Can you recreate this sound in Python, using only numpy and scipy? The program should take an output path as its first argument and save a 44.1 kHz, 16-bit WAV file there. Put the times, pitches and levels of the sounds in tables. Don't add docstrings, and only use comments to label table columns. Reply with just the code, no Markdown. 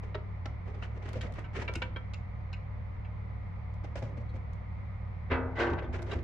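import sys
import numpy as np
from scipy import signal
from scipy.fft import rfft, irfft, next_fast_len
from scipy.io import wavfile

SR = 44100
rng = np.random.default_rng(int(sys.argv[2]) if len(sys.argv) > 2 else 0)


def wav_out(sig):
    wavfile.write(sys.argv[1], SR, np.round(np.clip(np.atleast_2d(sig).T, -1, 1) * 32767).astype(np.int16))


N = 274743
T = np.arange(SR) / SR
BRIEF = T[:SR // 4]
JUDDER_S = 5.65


def drum():
    # (frequency [Hz], level when struck on the rim [dB], on the wall [dB])
    shell_modes = [(250, -15, -4), (257, 1, -15), (345, -4, 4), (364, 1, -7), (393, -5, -5), (463, -1, -5),
                   (541, 2, -3), (580, -7, -9), (619, -14, -1.5), (684, -10, -6), (769, -18, -5),
                   (838, -8, -10), (883, -10, -4), (935, -5, -11), (1005, -4, -11), (1130, -5, -3.5),
                   (1190, -10, -18), (1240, -3, -13), (1343, -5, -18), (1436, -3, -4), (1472, -5, -13),
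                   (1516, -7, 1), (1538, -9, 0), (1563, -5, -1), (1625, -9, -7), (1690, -9, -9),
                   (1740, -5, -15), (1785, -16, -10), (1840, -13, -10), (1909, -6, -11), (1974, -9, -14),
                   (2014, -6, -4), (2115, -9, -8), (2275, -6, -14), (2444, -18, -12), (2585, -12, -14),
                   (2690, -15, -14), (3243, -19, -17), (3330, -19, -17), (3715, -24, -15), (3797, -17, -24)]
    # (frequency [Hz], level per Hz [dB], time to fall 60 dB [s])
    crowd = [(151, -29, 0.19), (322, 8, 0.33), (670, -3, 0.97), (1450, -1, 0.4), (2090, 3, 0.16),
             (3290, -9, 0.19), (4940, -18, 0.17), (7150, -26.5, 0.13), (11900, -59, 0.12)]
    wall_from_s, rim_edge_hz = 5.5, 3840
    crowd_db = -4.5
    lean_t60_s = 0.92

    def t60(hz):
        return 0.66 * (1000 / hz) ** 0.14 / np.sqrt(1 + (hz / 2400) ** 4)

    rim = ring([(hz, db, t60(hz)) for hz, db, _ in shell_modes], T)
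    wall = ring([(hz, db, t60(hz)) for hz, _, db in shell_modes], T)
    out = np.zeros((2, N))
    for s, db, rise_ms, tilt_db in contacts():
        on_rim = s < wall_from_s
        tones = strike(rim if on_rim else wall, spread=0.42, scatter_db=0.5, detune_hz=2.35)
        shell = level(tones, 0, span_s=0.04)
        shell = shell + level(wash(crowd, side=0.72), crowd_db, span_s=0.19)
        if on_rim:
            shell = filtered(shell, lambda hz: 1 / np.sqrt(1 + (hz / rim_edge_hz) ** 6))
        if s >= JUDDER_S:
            shell = shell * undb(-60 * T / lean_t60_s)
        push = np.minimum(1000 * T / rise_ms, 1)
        add(out, s, level(tilted(shell * push, tilt_db), db, span_s=0.053))
    return out + squeal()


def contacts():
    # (time [s], level [dB], rise [ms], treble tilt [dB per octave])
    knocks = [(5.309, -30, 7.5, -0.74), (5.583, -30, 22.2, -0.5), (5.612, -36.5, 9.6, 0.5),
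              (5.666, -38, 2.2, -2), (5.697, -49, 2.8, 1), (5.722, -38, 4, -6.5), (5.768, -46.5, 3.6, -5.5),
              (5.822, -48.5, 3, -2.5), (5.99, -46, 4, -4.5), (6.15, -43.5, 8, -8.5)]
    graze_lead, graze_db, graze_tilt_db = 1.4, -9, -0.5
    bite_s, bite_rise_ms = 0.016, 3.6
    bite_db, bite_tilt_db = -11, 2.5
    for s, db, rise_ms, tilt_db in knocks:
        yield s, db, rise_ms, tilt_db
        if s < JUDDER_S:
            lead_ms = graze_lead * rise_ms
            yield s - lead_ms / 1000, db + graze_db, lead_ms, tilt_db + graze_tilt_db
            yield s + bite_s, db + bite_db, bite_rise_ms, tilt_db + bite_tilt_db


def squeal():
    # (time [s], length [s], pitch [Hz], level [dB])
    s, length, hz, db = (5.55, .075, 1975, -46)
    out = np.zeros((2, N))
    friction = band(noise(len(BRIEF), side=0.5), hz * 0.98, hz * 1.02)
    swell = np.sin(np.pi * np.minimum(BRIEF / length, 1))
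    add(out, s, level(friction * swell, db, length))
    return out


def booms():
    # (time [s], level [dB])
    jolts = [(1.758, -33), (5.315, -28.5), (5.712, -30), (5.889, -30.5), (6.16, -29)]
    # (frequency [Hz], level [dB], time to fall 60 dB [s])
    bottom = [(79.7, 3, 0.19), (243.4, -11.5, 0.17)]
    out = np.zeros((2, N))
    for s, db in jolts:
        add(out, s, thud(bottom, db))
    return out


def chain():
    # (time [s], level [dB], treble tilt [dB per octave], slip [ms], ringing relative to grinding [dB])
    slips = [(0.145, -39.5, -4.5, 6, -5.5), (0.456, -44.5, -4.5, 2.7, -12.5), (.824, -45.5, -7, 5.3, 2),
             (1.209, -46.5, 10, 7.5, 4), (1.38, -44, -5.5, 16, -13), (1.44, -52, 2, 26, 10),
             (1.678, -36.5, -0.5, 11.4, 0.5), (1.754, -42.5, -2, 1.23, 1), (1.818, -35, 1, 10.7, -1.5),
             (1.96, -41, -2.5, 9.8, 2), (2.135, -53, 5, 3.7, 0), (2.529, -52.5, 0, 3.4, -1),
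             (3.048, -57, -2, 10, 6), (5.731, -47.5, 2, 7.3, 4), (5.779, -42, -2.5, 16.6, -8.5),
             (6.111, -43.5, 9, 21, 3)]
    # (frequency [Hz], level [dB], time to fall 60 dB [s])
    chain_modes = [(494, -11, 0.17), (778, -6.5, 0.049), (942, -3.5, 0.13), (1057, -15, 0.08),
                   (1317, -11, 0.22), (1400, -0.5, 0.044), (1530, -2, 0.087), (1763, -5.5, 0.08),
                   (1880, -9, 0.11), (2274, -5, 0.11), (2690, -2, 0.035), (2772, -7, 0.065),
                   (2930, -6, 0.03), (3197, -3.5, 0.051), (3830, -5, 0.056), (4030, -7, 0.033),
                   (4600, -21.5, 0.022), (5000, -18, .04), (6830, -6, 0.062)]
    fade_s = 0.005
    load_share = 0.28
    edge_hz, snap_hz_ms = 2140, 9150
    out, swings = np.zeros((2, N)), ring(chain_modes, BRIEF)
    for s, db, tilt_db, ms, ring_db in slips:
        slip = np.exp(-np.maximum(BRIEF - ms / 1000, 0) / fade_s)
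        grind = band(noise(len(BRIEF), side=0.83), 240, 7500) * slip
        grind = grind * flutter(len(BRIEF), rate_hz=360, depth_db=4.0)
        tones = strike(swings, spread=1.0, scatter_db=5.5, detune_hz=40.7)
        tick = level(grind, 0, span_s=0.026) + level(tones, ring_db, span_s=0.04)
        tick = tilted(tick * (1 - np.exp(-1000 * BRIEF / (load_share * ms))), tilt_db)
        top_hz = edge_hz + snap_hz_ms / ms
        tick = filtered(tick, lambda hz: 1 / np.sqrt(1 + (hz / top_hz) ** 8))
        add(out, s, level(tick, db, span_s=0.026))
    return out


def clinks(count=3):
    # (time [s], pitch [Hz], level before sharing among the touches [dB])
    free_links = [(0.825, 2873, -52.5), (1.21, 3680, -60), (1.442, 2830, -58.5), (1.75, 2650, -40.5),
                  (1.820, 2900, -47.5), (1.963, 2890, -67), (2.134, 2646, -51.5), (2.531, 2697, -49),
                  (3.046, 2635, -62), (4.29, 4090, -69), (5.664, 2970, -56.5), (5.787, 2600, -54),
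                  (5.841, 3410, -66)]
    # (multiple of its pitch, level [dB], time to fall 60 dB [s])
    link_modes = [(.81, -5.5, 0.045), (.93, -6.5, 0.062), (0.976, 0.5, 0.022), (1.008, 3, 0.032),
                  (1.06, -5, 0.043), (1.152, -13, 0.023), (1.38, -13.5, 0.029), (1.52, -17.5, 0.037),
                  (1.86, -12.5, 0.024), (2.558, -19, 0.021)]
    gap_s, loss_db = 0.0052, -1
    out = np.zeros((2, N))
    for s, hz, db in free_links:
        swings = ring([(hz * ratio, mode_db, t60) for ratio, mode_db, t60 in link_modes], BRIEF)
        for k in range(count):
            touch = strike(swings, spread=0.24, scatter_db=2.0, detune_hz=50.0)
            touch = touch * (1 - np.exp(-BRIEF / 0.005))
            add(out, s + k * gap_s, level(touch, db + k * loss_db, span_s=0.022) / np.sqrt(count))
    return out


def clunks(rise_s=0.0058):
    # (time [s], pitch [Hz], level [dB])
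    hollow_knocks = [(0.148, 620, -39), (0.151, 419, -39.5), (0.459, 1334, -48), (0.461, 613, -54),
                     (1.112, 530, -51), (1.160, 524, -44), (1.243, 497, -47.5), (1.298, 550, -50),
                     (1.583, 432, -42), (1.689, 423, -40), (1.762, 327, -42.5), (3.849, 1366, -56.5),
                     (3.955, 562, -41), (4.02, 538, -45.5), (4.172, 487, -51.5), (5.586, 342, -38),
                     (5.607, 384, -33.5), (5.724, 259, -35), (5.822, 426, -40), (6.020, 650, -47),
                     (6.12, 956, -42), (6.120, 670, -45.5)]
    # (multiple of the pitch, level [dB], time to fall 60 dB [s])
    body_modes = [(0.619, -7.5, .05), (.9, -10.5, 0.074), (0.999, -3.5, 0.08), (1.202, 1, 0.028),
                  (1.549, -14, 0.034)]
    out = np.zeros((2, N))
    for s, hz, db in hollow_knocks:
        swings = ring([(hz * ratio, mode_db, t60) for ratio, mode_db, t60 in body_modes], BRIEF)
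        knock = strike(swings, spread=0.18, scatter_db=8.0, detune_hz=11.0)
        add(out, s, level(knock * np.minimum(BRIEF / rise_s, 1), db, span_s=0.011))
    return out


def boots():
    # (time [s], length [s], sole level [dB], rasp level [dB])
    slides = [(0.025, 0.026, -48, -55.5), (0.655, 0.066, -49.5, -60.5), (0.739, 0.024, -51.5, -57.5),
              (0.8, 0.078, -57, -52), (0.938, 0.051, -52, -61), (1.019, 0.17, -50, -53.5),
              (1.216, 0.034, -62, -50), (1.321, 0.12, -59, -56), (1.531, 0.13, -43.5, -44),
              (5.924, 0.051, -43.5, -46), (6.056, 0.11, -41.5, -49)]
    # (time [s], sole level [dB], rasp level [dB], heel level [dB])
    steps = [(1.153, -42.5, -53.5, -36), (1.237, -43, -57, -38.5), (1.582, -53, -58, -39),
             (3.836, -45.5, -55.5, -54), (3.954, -45.5, -47.5, -50), (4.022, -43, -52, -35),
             (4.091, -48, -70, -51.5), (4.169, -48, -60.5, -37.5), (4.338, -52.5, -65, -38)]
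    # (frequency [Hz], level [dB], time to fall 60 dB [s])
    heel_modes = [(99, -4.5, 0.049), (214, -13, 0.046)]
    # (time [s], level [dB])
    cracks = [(1.089, -58), (1.131, -55.5), (1.322, -63.5), (1.338, -63), (1.390, -64), (1.737, -52),
              (3.739, -71.5), (3.989, -64.5), (4.532, -67.5), (6.02, -60), (6.026, -59)]
    heel_lag_s, crack_fade_s = 0.00804, 0.004
    out = np.zeros((2, N))
    for s, length, sole_db, rasp_db in slides:
        add(out, s, scuff(length, attack_s=0.0064, release_s=0.037, sole_hz=389, sole_db=sole_db,
                          rasp_db=rasp_db, grit_db=-16, rough_db=0, swell_db=8.5))
    for s, sole_db, rasp_db, heel_db in steps:
        add(out, s, scuff(length=0.019, attack_s=0.004, release_s=0.02, sole_hz=512, sole_db=sole_db,
                          rasp_db=rasp_db, grit_db=-11, rough_db=1.5))
        add(out, s + heel_lag_s, thud(heel_modes, heel_db))
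    for s, db in cracks:
        snap = band(noise(len(BRIEF), side=0.97), 650, 7400)
        snap = snap * np.exp(-BRIEF / crack_fade_s) * np.minimum(BRIEF / 0.0013, 1)
        add(out, s, level(tilted(snap, tilt_db=-4), db, span_s=0.033))
    return out


def scuff(length, attack_s, release_s, sole_hz, sole_db, rasp_db, grit_db, rough_db, swell_db=0):
    grain_spread_db, sand_db = 3.5, -1.5
    n = SR // 2
    t = T[:n]
    press = np.minimum(t / attack_s, 1) * np.exp(-np.maximum(t - length, 0) / release_s)
    press = press * undb(swell_db * np.sin(np.pi * np.minimum(t / length, 1)))
    press = press * flutter(n, rate_hz=73.5, depth_db=5.0)
    grains = noise(n, side=0.93) * undb(grain_spread_db * np.minimum(rng.exponential(size=n), 6))
    rub = noise(n, side=1.0)
    sole = band(rub, sole_hz * 0.91, sole_hz * 1.122) + undb(-0.5) * band(rub, 210, 590)
    rasp = band(band(grains, 1100, 2680), 700, 2700) * flutter(n, rate_hz=83, depth_db=rough_db)
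    grit = band(band(grains, 3100, 6400), 1800, 9200) * flutter(n, rate_hz=110, depth_db=rough_db)
    layers = ((sole, sole_db), (rasp, rasp_db - 2.0), (grit, rasp_db + grit_db))
    rolling = level(sand(n), rasp_db + sand_db) * press / press.max()
    return rolling + sum(level(x * press, db, length) for x, db in layers)


def sand(n, count=160):
    low_hz, high_hz, ring_cycles = 703, 2336, 7.4
    when, pitch, size, ear = rng.uniform(size=(count, 4)).T[:, :, None]
    hz = low_hz * (high_hz / low_hz) ** pitch
    cycles = hz * T[:SR // 40]
    swings = undb(-14 * size) * np.exp(2j * np.pi * cycles - cycles / ring_cycles)
    swings = swings * np.minimum(cycles, 1)
    starts = (when[:, 0] * n).astype(int)
    lags = np.pi * (ear[:, 0] - 0.5)
    out = np.zeros((2, n + SR))
    for start, swing, lag in zip(starts, swings, lags):
        out[:, start:start + len(swing)] += [swing.imag, (swing * np.exp(1j * lag)).imag]
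    return out[:, :n]


def background():
    rumble = level(band(noise(N, side=0.25), 25, 75), -49.0)
    balance_db = -0.74
    return (hum() + whine() + air() + rumble) * undb(np.array([[balance_db], [-balance_db]]) / 2)


def hum():
    low = throb(hz=85.6, turn_hz=99.65, width_s=0.0078, shape=2.95, first_s=0.02664,
                wander=1.215, scatter_db=0.5)
    upper = throb(hz=179.6, turn_hz=176.3, width_s=0.0081, shape=2.1, first_s=0.0039,
                  wander=1.906, scatter_db=0.5)
    return level(low, -39.0) + level(upper, -56.0)


def throb(hz, turn_hz, width_s, shape, first_s, wander, scatter_db):
    rate = 37.5
    t = np.arange(N) / SR - first_s
    slips, sizes = rng.standard_normal((int(N / SR * rate) + 8, 2)).T
    phase = np.cumsum(2 * np.pi * turn_hz / rate + wander * slips)
    out = np.zeros(N)
    for neighbour in (-1, 0, 1):
        k = np.round(t * rate).astype(int) + neighbour
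        age = t - k / rate
        swell = undb(scatter_db * sizes[k]) * np.exp(-0.5 * np.abs(age / width_s) ** shape)
        out += swell * np.cos(2 * np.pi * hz * age + phase[k])
    return out


def whine():
    # (frequency [Hz], width [Hz], level [dB])
    whine_tones = [(605, 6.6, -69), (726.3, 19, -68), (1016, 30, -70), (1234, 30, -70.5), (2134, 33, -72.5)]
    source = noise(N, side=0.8)
    out = np.zeros((2, N))
    for hz, width, db in whine_tones:
        out += level(filtered(source, lambda f: 1 / (1 + (2 * (f - hz) / width) ** 2)), db)
    return out


def air():
    # (frequency [Hz], relative level per Hz [dB])
    air_curve = [(20, 1), (130, 19), (250, 2.5), (370, -5.5), (520, 3), (680, -2), (900, 0.5), (1230, -2.5),
                 (1620, -11), (2000, -2.5), (2330, -7), (2650, -19), (4200, -26.5), (6200, -38),
                 (9000, -52), (15000, -50.5)]
    hz, db = np.transpose(air_curve)
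    hiss = filtered(noise(N, side=0.93), lambda f: undb(np.interp(np.log(f), np.log(hz), db)))
    return level(hiss, -47.5)


def undb(db):
    return np.exp(np.asarray(db) * (np.log(10) / 20))


def level(x, db, span_s=None):
    head = x if span_s is None else x[..., :int(span_s * SR)]
    return x * undb(db) / np.sqrt(np.mean(head ** 2))


def filtered(x, gain):
    n = x.shape[-1]
    size = next_fast_len(n + 4096)
    hz = np.maximum(np.arange(size // 2 + 1) * SR / size, 1)
    return irfft(rfft(x, size) * gain(hz), size)[..., :n]


def band(x, low_hz, high_hz):
    edges = [low_hz, min(high_hz, SR / 2 - 1)]
    return signal.sosfilt(signal.butter(2, edges, "band", fs=SR, output="sos"), x)


def tilted(x, tilt_db):
    return filtered(x, lambda hz: undb(tilt_db * np.log2(np.maximum(hz, 250) / 1000)))


def noise(n, side):
    mid, difference = rng.standard_normal((2, n))
    return mid + side * difference * np.array([[1], [-1]])


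def flutter(n, rate_hz, depth_db):
    points = np.clip(rng.standard_normal(400), -2, 2)
    return undb(depth_db * np.interp(np.arange(n) / SR * rate_hz, np.arange(400), points))


def ring(modes, t):
    hz, db, t60 = np.transpose(modes)[:, :, None]
    return undb(db - 60 * t / t60) * np.exp(2j * np.pi * hz * t)


def strike(swings, spread, scatter_db, detune_hz):
    count, n = swings.shape
    phase = rng.uniform(0, 2 * np.pi, count) + spread * rng.standard_normal((2, count))
    weights = undb(scatter_db * rng.standard_normal(count)) * np.exp(1j * phase)
    tones = np.einsum("em,mt->et", weights, swings)
    shift_hz = detune_hz * rng.uniform(-1.22, 1)
    return (tones * np.exp(2j * np.pi * shift_hz * T[:n])).imag


def thud(modes, db, rise_s=0.0073):
    swing = ring(modes, T).imag.sum(axis=0) * np.minimum(T / rise_s, 1)
    return level(swing, db, span_s=0.019)[None]


def wash(bands, side):
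    hz, db, t60 = np.transpose(bands)
    log_hz = np.log(np.maximum(np.arange(SR // 2 + 1), 1))
    source = rfft(noise(SR, side)) * undb(np.interp(log_hz, np.log(hz), db))
    out = np.zeros((2, SR))
    for share, decay in zip(np.eye(len(hz)), t60):
        out += irfft(source * np.interp(log_hz, np.log(hz), share), SR) * undb(-60 * T / decay)
    return out


def add(out, s, x):
    i = int(s * SR)
    out[:, i:i + x.shape[1]] += x[:, :N - i]


def narrowed(x, bass_db=-9, parting_hz=800):
    mid, side = (x[0] + x[1]) / 2, (x[0] - x[1]) / 2
    side = filtered(side, lambda hz: undb(bass_db / (1 + (hz / parting_hz) ** 2)))
    return np.array([mid + side, mid - side])


def scene():
    # (frequency [Hz], level [dB], time to fall 60 dB [s])
    garage = [(100, -2, 0.99), (476, -1.5, 0.48), (1470, -4, 0.28), (4000, -6.5, 0.28), (11600, -2, 0.18)]
    direct = drum() + booms() + chain() + clinks() + clunks() + boots()
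    room = wash(garage, side=0.94) * np.clip((T - 0.004) / 0.0098, 0, 1)
    room = room / np.sqrt(np.sum(room ** 2) / 2)
    echo = undb(-11) * signal.fftconvolve(direct, room, axes=1)[:, :N]
    return narrowed(direct + echo) + background()


def record(dry):
    return signal.sosfilt(signal.ellip(8, 0.2, 70, 15200, fs=SR, output="sos"), dry)


dry = scene()
out = record(dry)
wav_out(out)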